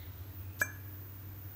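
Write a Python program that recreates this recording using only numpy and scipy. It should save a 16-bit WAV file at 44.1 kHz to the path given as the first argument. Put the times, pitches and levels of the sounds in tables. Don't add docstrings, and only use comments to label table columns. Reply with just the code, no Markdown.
import sys
import numpy as np
from scipy import signal
from scipy.fft import rfft, irfft
from scipy.io import wavfile

SR = 44100
rng = np.random.default_rng(int(sys.argv[2]) if len(sys.argv) > 2 else 0)


def int16_out(signal):
    q = np.round(np.clip(np.atleast_2d(signal).T, -1, 1) * 32767)
    wavfile.write(sys.argv[1], SR, q.astype(np.int16))


N = 68355
RELEASE_S = .6152

# (frequency [Hz], level [dB], t60 [s])
THUMP_MODES = [(317.5, -36.5, 0.049), (486, -35, 0.021), (615, -28, 0.027), (1060, -31.5, 0.026)]
# (frequency [Hz], level [dB], t60 [s])
BRASS_MODES = [(2359, -33.5, 0.17), (6090, -49.5, 0.18), (6088, -53.5, 0.21), (6333, -46, .3),
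               (6700, -42, 0.076), (6720, -46, 0.066), (7972, -33.5, 0.058), (8400, -47, 0.12),
               (12190, -32.5, 0.071), (13675, -53, 0.11), (14500, -52, 0.13)]
# (frequency [Hz], relative density [dB])
SCRAPE_SPECTRUM = [(300, -12), (1200, -10), (2200, -8.5), (3400, -3), (5000, -5.5), (6200, 1), (9000, -9.5),
                   (10500, -7.5), (12000, -7.5), (16000, -4.5)]
# (time [s], level [dB], spread [s], centre [Hz], width [Hz])
WALL_CATCHES = [(0.59, -56, 0.00093, 12000, 5000), (0.604, -46.5, .0024, 4600, 3000),
                (0.6075, -43, 0.0014, 13200, 2200), (0.6135, -36, 0.0017, 13300, 2020),
                (.6151, -31.5, 0.00032, 7520, 4300)]
# (time [s], level [dB], spread [s], centre [Hz], width [Hz])
GRIP_RUBS = [(.01, -64, 0.047, 3700, 910), (0.017, -64, 0.06, 2050, 350), (0.177, -71.5, 0.15, 3700, 1210),
             (.49, -71, 0.086, 2520, 250)]
# (delay [s], gain [dB])
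EARLY_ECHOES = [(.0030, -20), (.0053, -14.5), (0.0132, -20.5)]
# (frequency [Hz], gain [dB], t60 [s])
TAIL_BANDS = [(204, -5, 0.27), (516, -13, 0.22), (1020, -6.5, 0.45), (1450, -11.5, 0.37),
              (1700, -15.5, 0.74), (2350, -17, 0.65), (3500, -19, 0.32), (6300, -14, 0.24),
              (11900, -18.5, 0.3), (16000, -27, .25)]
# (frequency [Hz], rms level [dB], waver [0-1])
MOTOR_TONES = [(52.4, -68, 1), (95.8, -48, 0.24), (111.3, -61.5, 0.72), (133, -67.5, 0.3),
               (266.7, -69, 0.9), (307, -64.5, 0.58)]
# (time [s], level [dB])
THROB_ENVELOPE = [(0, -54), (.5, -51.5), (.65, -63), (1.55, -61)]
# (frequency [Hz], relative density [dB])
ROOM_TONE_SPECTRUM = [(25, -16), (52, -3), (120, -1), (170, -8.5), (330, -6), (480, -13.5), (800, -16.5),
                      (1500, -16.5), (2200, -21.5), (4500, -29), (6500, -28), (10000, -34.5), (13000, -33),
                      (16000, -31)]
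# (time [s], centre [Hz], level [dB])
HISS_PATH = [(0, 15150, -55), (.19, 14600, -56), (0.272, 15150, -64), (.38, 14980, -50.5), (.5, 15330, -58),
             (0.569, 14180, -54.5), (.68, 14860, -58), (.77, 14730, -67), (.86, 14800, -54.5),
             (1.0, 14930, -54), (1.17, 15000, -53), (1.24, 14600, -56.5), (1.31, 14220, -55),
             (1.42, 14750, -53.5), (1.55, 14900, -51.5)]
# (start [s], length [s], from [Hz], to [Hz], peak level [dB])
HISS_SWELLS = [(0.19, 0.35, 12400, 12700, -60.5), (0.686, .24, 12860, 13400, -57.5),
               (.75, 0.23, 13200, 14900, -58.5), (.86, 0.32, 13700, 14100, -56)]


def pop(age, covered_hz=1272, open_hz=1700.6, opening_s=.0017, attack_s=.00032, hold_s=.0034):
    hz = open_hz + (covered_hz - open_hz) * np.exp(-age / opening_s)
    phase = 2 * np.pi * np.cumsum(hz * (age > 0)) / SR
    hollow = undb(-19.5) * np.sin(phase) * fade(np.maximum(age - hold_s, 0), t60=.042)
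    thump = sum(undb(db) * fade(age, t60) * np.sin(2 * np.pi * mode_hz * age)
                for mode_hz, db, t60 in THUMP_MODES)
    return -attack(age, attack_s) * (hollow + thump)


def clink(age):
    ring = 0
    for hz, db, t60 in BRASS_MODES:
        waver = .42 * min(hz / 6000, 1) * band(hz, width_hz=35)
        ring += undb(db) * fade(age, t60) * (np.sin(2 * np.pi * hz * age) + waver)
    return attack(age, rise_s=.0022) * ring


def scrape(t, length_s=.024, peak_db=-41.5, rise_db=10, grain_db=3):
    remaining = (RELEASE_S - t) / length_s
    sliding = (remaining > 0) & (remaining < 1)
    swell = undb(peak_db - rise_db * np.clip(remaining, 0, 1)) * sliding
    friction = unit(coloured(SCRAPE_SPECTRUM) * undb(grain_db * band(0, width_hz=1200)))
    return swell * friction + bursts(t, WALL_CATCHES)


def rubbing(t, grain_db=2):
    return bursts(t, GRIP_RUBS) * undb(grain_db * band(0, width_hz=200))


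def far_wall(t, delay_s=.0853, spread_s=.019, top_hz=1840):
    lowpass = signal.butter(6, top_hz, fs=SR, output="sos")
    dull_noise = signal.sosfilt(lowpass, rng.standard_normal(N))
    cluster = np.exp(-.5 * ((t - delay_s) / spread_s) ** 2)
    return undb(-21.5) * dull_noise * cluster / np.linalg.norm(cluster)


def room(direct, t):
    slaps = sum(undb(db) * np.interp(t - delay, t, direct) for delay, db in EARLY_ECHOES)
    response = far_wall(t)
    hz, levels_db, decays_s = np.array(TAIL_BANDS).T
    noise_spectrum = rfft(rng.standard_normal(N))
    for band_weights, db, t60 in zip(np.eye(len(hz)), levels_db, decays_s):
        wash = irfft(noise_spectrum * eq_curve(hz, band_weights), N)
        envelope = fade(t, t60) * attack(t, rise_s=.01)
        response += undb(db) * wash * envelope / np.linalg.norm(envelope)
    return direct + slaps + signal.fftconvolve(direct, response)[:N]


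def motor_hum(t):
    drone = 0
    for hz, db, waver in MOTOR_TONES:
        tone = np.sin(2 * np.pi * (hz * t + rng.random()))
        drone += undb(db) * unit(tone + waver * band(hz, width_hz=7.6) / np.sqrt(2))
    throb_db = np.interp(t, *np.array(THROB_ENVELOPE).T)
    return drone + undb(throb_db) * band(hz=82.84, width_hz=12)


def high_hiss(t, skirt_db=-12, swell_rise=.22):
    times, centres_hz, levels_db = np.array(HISS_PATH).T
    core = band(np.interp(t, times, centres_hz), width_hz=590)
    skirt = undb(skirt_db) * band(np.mean(centres_hz), width_hz=1330)
    hiss = undb(np.interp(t, times, levels_db)) * unit(core + skirt)
    for start, length, from_hz, to_hz, peak_db in HISS_SWELLS:
        progress = np.clip((t - start) / length, 0, 1)
        envelope = np.interp(progress, [0, swell_rise, 1], [0, 1, 0])
        glide_hz = from_hz + (to_hz - from_hz) * progress
        hiss += undb(peak_db) * envelope * band(glide_hz, width_hz=490)
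    return hiss


def room_tone():
    return undb(-56.5) * coloured(ROOM_TONE_SPECTRUM)


def bursts(t, rows):
    return sum(undb(db) * np.exp(-.5 * ((t - at) / spread) ** 2) * band(hz, width)
               for at, db, spread, hz, width in rows)


def band(hz, width_hz):
    bell = np.exp(-(np.fft.fftfreq(N, 1 / SR) / width_hz) ** 2 * 2 * np.log(2))
    white = rng.standard_normal(N) + 1j * rng.standard_normal(N)
    flutter = np.fft.ifft(np.fft.fft(white) * bell)
    carrier = np.exp(2j * np.pi * np.cumsum(hz * np.ones(N)) / SR)
    return unit(np.real(flutter * carrier))


def coloured(points):
    hz, db = np.array(points).T
    return unit(irfft(rfft(rng.standard_normal(N)) * undb(eq_curve(hz, db)), N))


def eq_curve(hz, values):
    bins_hz = np.maximum(np.fft.rfftfreq(N, 1 / SR), 1)
    return np.interp(np.log(bins_hz), np.log(hz), values)


def attack(age, rise_s):
    return 1 - np.exp(-age / rise_s)


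def fade(age, t60):
    return np.exp(-np.log(1000) * age / t60)


def undb(db):
    return 10 ** (np.asarray(db) / 20)


def unit(x):
    return x / np.std(x)


def scene():
    t = np.arange(N) / SR
    age = np.maximum(t - RELEASE_S, 0)
    lighter = rubbing(t) + scrape(t) + pop(age) + clink(age)
    mono = room(lighter, t) + motor_hum(t) + room_tone() + high_hiss(t)
    return np.array([mono, mono])


def record(dry):
    top_hz = 15720
    return signal.sosfilt(signal.ellip(12, .1, 80, top_hz, fs=SR, output="sos"), dry)


dry = scene()
out = record(dry)
int16_out(out)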